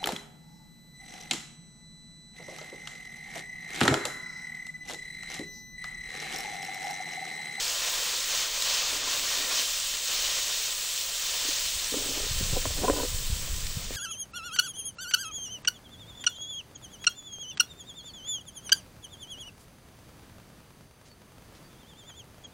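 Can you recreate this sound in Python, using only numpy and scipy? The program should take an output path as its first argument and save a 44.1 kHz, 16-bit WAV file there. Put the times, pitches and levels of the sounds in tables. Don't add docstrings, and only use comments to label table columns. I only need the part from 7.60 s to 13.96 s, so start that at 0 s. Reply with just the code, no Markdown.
import sys
import numpy as np
from scipy import signal
from scipy.fft import rfft, irfft, next_fast_len
from scipy.io import wavfile
from scipy.ndimage import uniform_filter1d

SR = 44100
rng = np.random.default_rng(int(sys.argv[2]) if len(sys.argv) > 2 else 0)


def to_wav(s):
    ch = np.atleast_2d(s).T
    pcm = np.round(np.clip(ch, -1, 1) * 32767)
    wavfile.write(sys.argv[1], SR, pcm.astype(np.int16))


def natural_amplitude(level_db):
    exponent = np.asarray(level_db, float) / 20
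    return 10 ** exponent


N = 280558
EDGE_HZ = 15740

# pitch_hz, width_hz, level_db
PAN = [(285, 50, 6.5), (420, 93, 1.5), (505, 230, 2.5), (730, 100, -7), (1010, 34, -3.5), (1480, 39, -8),
       (1880, 100, -21)]


def evened(x):
    return x / np.sqrt(np.mean(x ** 2) + 1e-20)


def curve(rows, column, t):
    rows = np.asarray(rows)
    return np.interp(t, rows[:, 0], rows[:, column])


def resonate(x, hz, width):
    r = np.exp(-np.pi * width / SR)
    return signal.lfilter([1 - r, 0, r - 1], [1, -2 * r * np.cos(2 * np.pi * hz / SR), r * r], x)


def modes(x, table):
    return sum(natural_amplitude(db) * resonate(x, hz, width) for hz, width, db in table)


def noise(shape, size, patchy_db, flicker_db, band_hz):
    frames = 4 * N // size + 5
    hz = np.fft.rfftfreq(size, 1 / SR)
    a, b, patches = rng.standard_normal((frames, len(hz), 3)).T
    patches = uniform_filter1d(patches, size // 64, 0)
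    patches = evened(uniform_filter1d(patches, 8192 // size, 1))
    flicker = evened(uniform_filter1d(rng.standard_normal(frames), size=3))
    shape_hz, shape_db = np.transpose(shape)
    gain = natural_amplitude(np.interp(np.log(hz + 1), np.log(shape_hz + 1), shape_db, -90, -90))
    spectra = (a + 1j * b) * gain[:, None] * natural_amplitude(patchy_db * patches + flicker_db * flicker)
    x = evened(signal.istft(spectra, nperseg=size, noverlap=3 * size // 4)[1][:N])
    inside = (hz > band_hz[0]) & (hz < band_hz[1])
    return x * np.sqrt((gain ** 2).sum() / (gain[inside] ** 2).sum())


def spit(per_s, spread_db, ms):
    strength = natural_amplitude(spread_db * np.minimum(rng.exponential(1, N), 4))
    bursts = strength * (rng.random(N) < per_s / SR)
    return signal.lfilter([1], [1, -np.exp(-1000 / (ms * SR))], bursts)


def surges(t):
    # start_s, swell_s, hold_s, level_db
    flares = [(0.0, 0.021, 0.029, 1.5), (.15, 0.15, .12, 1.5), (.42, .06, .1, 1.7), (0.66, 0.055, 0.1, 4),
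              (0.913, 0.15, 0.24, 4), (1.0, 0.11, 0.16, -1), (1.038, 0.11, .01, 3), (1.46, 0.024, 0.052, 3),
              (1.58, .15, .06, 3), (1.87, 0.1, 0.027, 6), (2.04, 0.028, 0.28, 1.5), (2.402, 0.069, 0.35, 4),
              (2.5, .08, 0.19, 1), (2.848, 0.044, 0.18, 3.5), (3.14, 0.17, .1, 2), (3.534, .02, 0.49, 2.5),
              (3.615, .2, .1, 1.5), (5.34, .03, 0.056, 1), (5.683, .06, 0.017, 1), (6.306, .04, .05, 3)]
    settle_s = 0.074
    total_db = 0
    for s, swell, hold, db in flares:
        rise = (t - s) / swell
        fall = 1 + (s + swell + hold - t) / settle_s
        total_db = total_db + db * np.clip(np.minimum(rise, fall), 0, 1)
    return total_db


def boiling(t):
    # pitch_hz, level_db (per Hz)
    fizz_shape = [(1180, -45), (2000, -15), (2850, -2), (3080, -1), (4260, -1), (5100, -0.5), (6740, 0),
                  (7400, -7), (9620, -38), (16300, -120)]
    # pitch_hz, level_db (per Hz)
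    bubble_shape = [(88, -58), (150, -6.5), (217, -22.5), (279, -14), (354, -13), (538, -5), (691, -5.5),
                    (779, -9.5), (1020, -3.5), (1140, -4), (1630, -4), (1820, -3), (2120, -3.5),
                    (2600, -1.5), (3380, -37), (5720, -120)]
    # pitch_hz, level_db (per Hz)
    mist_shape = [(6800, 2.5), (7700, 7), (8600, 4.5), (9500, 5), (11400, -1.5), (12900, -6.5), (14000, -4),
                  (15700, 5), (17000, -25)]
    # time_s, heat_db, pool_db
    heat = [(0.0, -31.5, -9.5), (0.9, -33, -10.5), (1.5, -32, -9.5), (1.98, -32, -10.5), (2.06, -32, -14.5),
            (2.4, -34, -11.5), (2.8, -34, -11), (3.3, -34.5, -14), (3.7, -34.5, -11), (4.15, -32.5, -14),
            (4.8, -33.5, -12), (5.6, -37.5, -11.5), (6.36, -41, -9)]
    # middle_s, half_length_s, loss_db
    shades = [
        (0.0, .03, 1),
        (.89, 0.09, 3.5),
        (1.24, .08, 3.5),
        (1.437, .07, 6),
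        (1.602, .08, 0),
        (2.401, 0.09, 1),
        (4.65, 0.11, 1.5),
        (3.525, 0.054, 1.5),
        (6.098, .5, 2),
        (6.277, 0.1, 5.5),
    ]
    heat_db, pool_db, flare_db = curve(heat, 1, t), curve(heat, 2, t), surges(t)
    shade_db = sum(db * np.clip(1 - abs(t - s) / half, 0, 1) for s, half, db in shades)

    drops = spit(per_s=98, spread_db=-4.5, ms=1.7)
    fizz = noise(fizz_shape, size=256, patchy_db=0.51, flicker_db=0.38, band_hz=(2500, 9000))
    fizz *= evened(1 + 0.43 * drops)
    low = noise(bubble_shape, size=1024, patchy_db=0.98, flicker_db=-1.05, band_hz=(1100, 2400))
    low *= evened(1 + 0.16 * drops)
    mist = noise(mist_shape, size=256, patchy_db=1.13, flicker_db=0.34, band_hz=(10500, 15500))
    mist *= evened(1 + 0.12 * drops)

    fizz_db = heat_db + flare_db
    low_db = heat_db + pool_db + 0.63 * flare_db
    mist_db = -40.5 + 0.35 * (heat_db - heat[0][1]) + 0.3 * flare_db - shade_db
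    mist_db = mist_db - 0.24 * (pool_db - heat[0][2])
    return natural_amplitude(fizz_db) * fizz + natural_amplitude(low_db) * low + natural_amplitude(mist_db) * mist


def bowl(steam):
    # pitch_hz, width_hz, level_db
    pan_tones = [(510, 120, -5.5), (1030, 28, 0), (1859, 27, 5), (2650, 240, -16.5), (3092, 62, 3.5),
                 (3630, 200, -1.5), (4240, 87, 1)]
    return natural_amplitude(-1.13) * (steam + natural_amplitude(-6.0) * modes(steam, pan_tones))


def wind(t):
    # time_s, level_db
    strength = [(0.0, -57), (0.51, -58.5), (1.45, -52), (1.9, -57), (2.69, -54), (3.2, -57.5), (4.3, -50),
                (4.5, -43), (4.78, -36.5), (4.89, -34), (5.17, -36), (6.36, -38)]
    # pitch_hz, level_db (per Hz)
    rumble_shape = [(8.8, -30), (15, 14.5), (43, -5), (88, -7.5), (124, -12), (162, -14.5), (269, -25.5),
                    (400, -27.5), (520, -22), (880, -120)]
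    # time_s, peak_db, width_ms, way (push +1 or pull -1)
    lumps = [(4.07, -43, 13, 1), (4.165, -36.5, 11, 1), (4.716, -26.5, 6.2, 1), (4.758, -40.5, 5.8, 1),
             (4.785, -29, 12.5, 1), (4.811, -26.5, 4.3, 1), (4.832, -25.5, 5.6, 1), (4.934, -20.5, 6.1, 1),
             (5.014, -42, 13, 1), (5.058, -40, 12, -1), (5.076, -26, 7.3, 1), (5.111, -29, 9.5, 1),
             (5.216, -28, 11, -1), (5.323, -24.5, 13, -1), (5.43, -28, 15.5, -1), (5.526, -36, 6.7, -1),
             (5.547, -27.5, 8.8, -1), (5.702, -27, 6.3, 1), (5.732, -20, 9.8, 1), (5.912, -26, 14, -1),
             (5.94, -26.5, 11, -1), (6.045, -31, 17, -1), (6.173, -24, 5.5, 1)]
    rumble = noise(rumble_shape, size=4096, patchy_db=0.15, flicker_db=0.0, band_hz=(20, 140))
    out = natural_amplitude(curve(strength, 1, t) + 1.5) * rumble
    for s, db, ms, way in lumps:
        near = slice(round((s - 0.06) * SR), round((s + 0.06) * SR))
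        u = (t[near] - s) * 2500 / ms
        out[near] += np.sign(way) * natural_amplitude(db) * (1 - 1.25 * u ** 2) * np.exp(-u ** 2 / 2)
    return out


def spats():
    # time_s, peak_db
    big_drops = [(0.7507, -21), (0.9448, -13), (1.0222, -8), (1.1023, -19), (1.147, -13), (1.477, -21),
                 (1.595, -11), (3.3023, -26), (3.549, -23), (5.371, -16.5), (5.6191, -27), (5.677, -24),
                 (6.067, -17.5)]
    out, t = np.zeros(N + 512), np.arange(512) / SR
    for s, db in big_drops:
        grit = rng.standard_normal(512)
        burst = resonate(grit, 4200, 4100) * np.exp(-t / 0.003)
        out[round(s * SR):][:512] += natural_amplitude(db - 6.5) * burst / abs(burst).max()
    return out[:N]


def wall(force, pitch_hz, focus):
    out = 0
    for hz, width, db in PAN:
        swing = resonate(resonate(force, hz, width), hz, 1.05 * width)
        out = out + natural_amplitude(db - focus * abs(np.log2(hz / pitch_hz))) * swing
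    return out


def scraping(t):
    # start_s, length_s, drag_db
    strokes = [
        (1.3, 0.2, -47.5),
        (1.46, .3, -54),
        (1.75, 0.2, -49),
        (1.96, 0.16, -56),
        (4.33, 0.337, -42.5),
        (4.922, .07, -39),
        (5.154, 0.08, -43),
        (5.213, 0.068, -32),
        (5.269, 0.056, -30.5),
        (5.307, 0.16, -35),
    ]
    bite, lift_s, tire_db = 0.16, 0.026, -3.5
    strength = natural_amplitude(2.1 * np.minimum(rng.exponential(1, N), 4))
    slips = strength * (rng.random(N) < 500 / SR) * rng.choice([-1, 1], N)
    push = 0
    for s, length, db in strokes:
        sag_db = tire_db * np.clip((t - s) / length, 0, 1)
        press = np.minimum((t - s) / (bite * length), (s + length - t) / lift_s)
        push = push + natural_amplitude(db + sag_db) * np.clip(press, 0, 1)
    return natural_amplitude(-0.4) * push * evened(wall(slips, 336, focus=4.0))


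def blows(rows, tick):
    out, t = np.zeros(N + 4096), np.arange(4096) / SR
    mode_hz, _, mode_db = np.transpose(PAN)
    for (s, db, hz, ms), chance in zip(rows, rng.random((len(rows), 2, 8))):
        tones = np.append(mode_hz, hz) * (0.962 + 0.051 * chance[0])
        tones_db = np.append(mode_db - 10.7 * abs(np.log2(mode_hz / hz)), 1.5)
        ring = natural_amplitude(tones_db) @ np.sin(2 * np.pi * (np.outer(tones, t) + chance[1, :, None]))
        ring *= np.sin(np.pi / 2 * np.minimum(t * 1000 / (0.14 * ms), 1))
        ring *= natural_amplitude(-60 * np.maximum(t - 0.35 * ms / 1000, 0) / 0.043)
        partials = np.sin(2 * np.pi * hz * t)
        partials += 0.9 * np.sin(2 * np.pi * 1.67 * hz * t)
        partials += 0.52 * np.sin(2 * np.pi * 2.33 * hz * t)
        click = np.exp(-t / 0.0011) * np.minimum(t / 0.00048, 1) * partials
        hit = (1 - tick) * ring / abs(ring).max() + tick * click / abs(click).max()
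        out[round(s * SR):][:4096] += natural_amplitude(db) * hit
    return out[:N]


def bumps():
    # time_s, level_db, pitch_hz, contact_ms
    soft = [(1.473, -30, 1015, 14), (3.885, -30.5, 325, 4.3), (4.322, -28.5, 285, 13),
            (4.575, -36, 730, 10), (5.395, -36, 1480, 18), (5.449, -31, 500, 8), (4.35, -31, 513, 12),
            (4.364, -25, 300, 25), (4.459, -33, 420, 11), (4.492, -31, 285, 27), (4.572, -31, 338, 12),
            (4.811, -30.5, 410, 2.7), (4.962, -27.5, 770, 22), (4.968, -21.5, 517, 16),
            (5.059, -28, 298, 15), (5.105, -31.5, 596, 8), (5.184, -30, 420, 18), (5.227, -23, 295, 34),
            (5.24, -16, 483, 6.4), (5.244, -20.5, 730, 10), (5.251, -22, 1030, 6.5), (5.280, -15, 1010, 15),
            (5.286, -24, 327, 6), (5.301, -29, 500, 12), (5.363, -28, 1010, 10), (5.395, -27.5, 1010, 45),
            (6.307, -25, 366, 4.3)]
    return blows(soft, tick=0.18)


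def knocks():
    # time_s, level_db, pitch_hz, contact_ms
    hard = [
        (3.85, -34, 350, 18),
        (4.341, -18.5, 500, 7.9),
        (4.665, -30, 480, 6),
        (4.801, -28, 446, 2),
        (5.299, -9.5, 564, 4.4),
        (5.337, -21, 450, 4),
        (5.386, -18, 520, 4.5),
        (5.433, -18.5, 483, 1.7),
        (4.601, -31, 600, 4),
    ]
    return blows(hard, tick=0.49)


def clacks():
    # time_s, level_db, pitch_hz, contact_ms
    bare = [
        (5.055, -17, 617, 2.5),
        (5.0552, -27, 1100, 2),
        (5.299, -21, 630, 3),
    ]
    return blows(bare, tick=0.7)


def rim(ladle):
    # pitch_hz, width_hz, level_db
    rim_modes = [(500, 8.1, 1), (1010, 3.6, 8), (1480, 22, -5)]
    return natural_amplitude(-10.5) * modes(ladle, rim_modes)


def scene():
    t = np.arange(N) / SR
    steam = bowl(boiling(t))
    gusts = wind(t)
    ladle = scraping(t) + bumps() + knocks() + clacks()
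    return np.tile(steam + ladle + rim(ladle) + gusts + spats(), (2, 1))


def port(x):
    # pitch_hz, reach_hz
    notches = [(9840, 827), (13400, 610)]
    size = next_fast_len(N)
    hz = np.fft.rfftfreq(size, 1 / SR)
    gain = np.prod([np.tanh(abs(hz - f) / reach) ** 1.74 for f, reach in notches], axis=0)
    gain = gain * (hz < 1.02 * EDGE_HZ)
    return irfft(rfft(x, size) * gain, size)[:N]


def coarse_treble(x, waver_db):
    # pitch_hz, limit_db
    holes = [(8000, -13), (9500, -10), (11000, -13), (12000, -10), (12800, -8), (14100, -4), (14800, -7),
             (16000, -10)]
    half, start = 1024, 180
    line = np.arange(368, 800)
    window = signal.windows.kaiser_bessel_derived(2 * half, 4 * np.pi)
    phase = np.outer(np.arange(2 * half) + (1 + half) / 2, line + 0.5)
    basis = window[:, None] * np.cos(np.pi / half * phase)
    padded = np.pad(x, (half - start, 3 * half))
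    blocks = padded[:len(padded) // half * half].reshape(-1, half)
    lines = np.hstack([blocks[:-1], blocks[1:]]) @ basis
    hz = (line + 0.5) * SR / (2 * half)

    waver = np.repeat(rng.standard_normal((len(lines), 54)), 8, axis=1)
    level = np.sqrt((lines[:, hz < EDGE_HZ] ** 2).mean(1, keepdims=True)) + 1e-12
    step = level * natural_amplitude(-16)
    least = level * natural_amplitude(np.interp(hz, *np.transpose(holes)) + waver_db * waver)
    kept = np.sign(lines) * step * np.floor(abs(lines) / step + 0.4) * (hz < EDGE_HZ)
    kept *= uniform_filter1d(lines ** 2, size=4, axis=1) > least ** 2

    lost = 2 / half * (lines - kept) @ basis.T
    back = np.zeros_like(blocks)
    back[:-1] += lost[:, :half]
    back[1:] += lost[:, half:]
    return x - back.ravel()[half - start:][:N]


def roll_off(x):
    return signal.sosfilt(signal.butter(12, 17130, fs=SR, output="sos"), x)


def record(dry):
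    mono = coarse_treble(port(dry[0]), waver_db=4.5)
    mix = np.tile(mono, (2, 1))
    return roll_off(mix)


dry = scene()
out = record(dry)
to_wav(out)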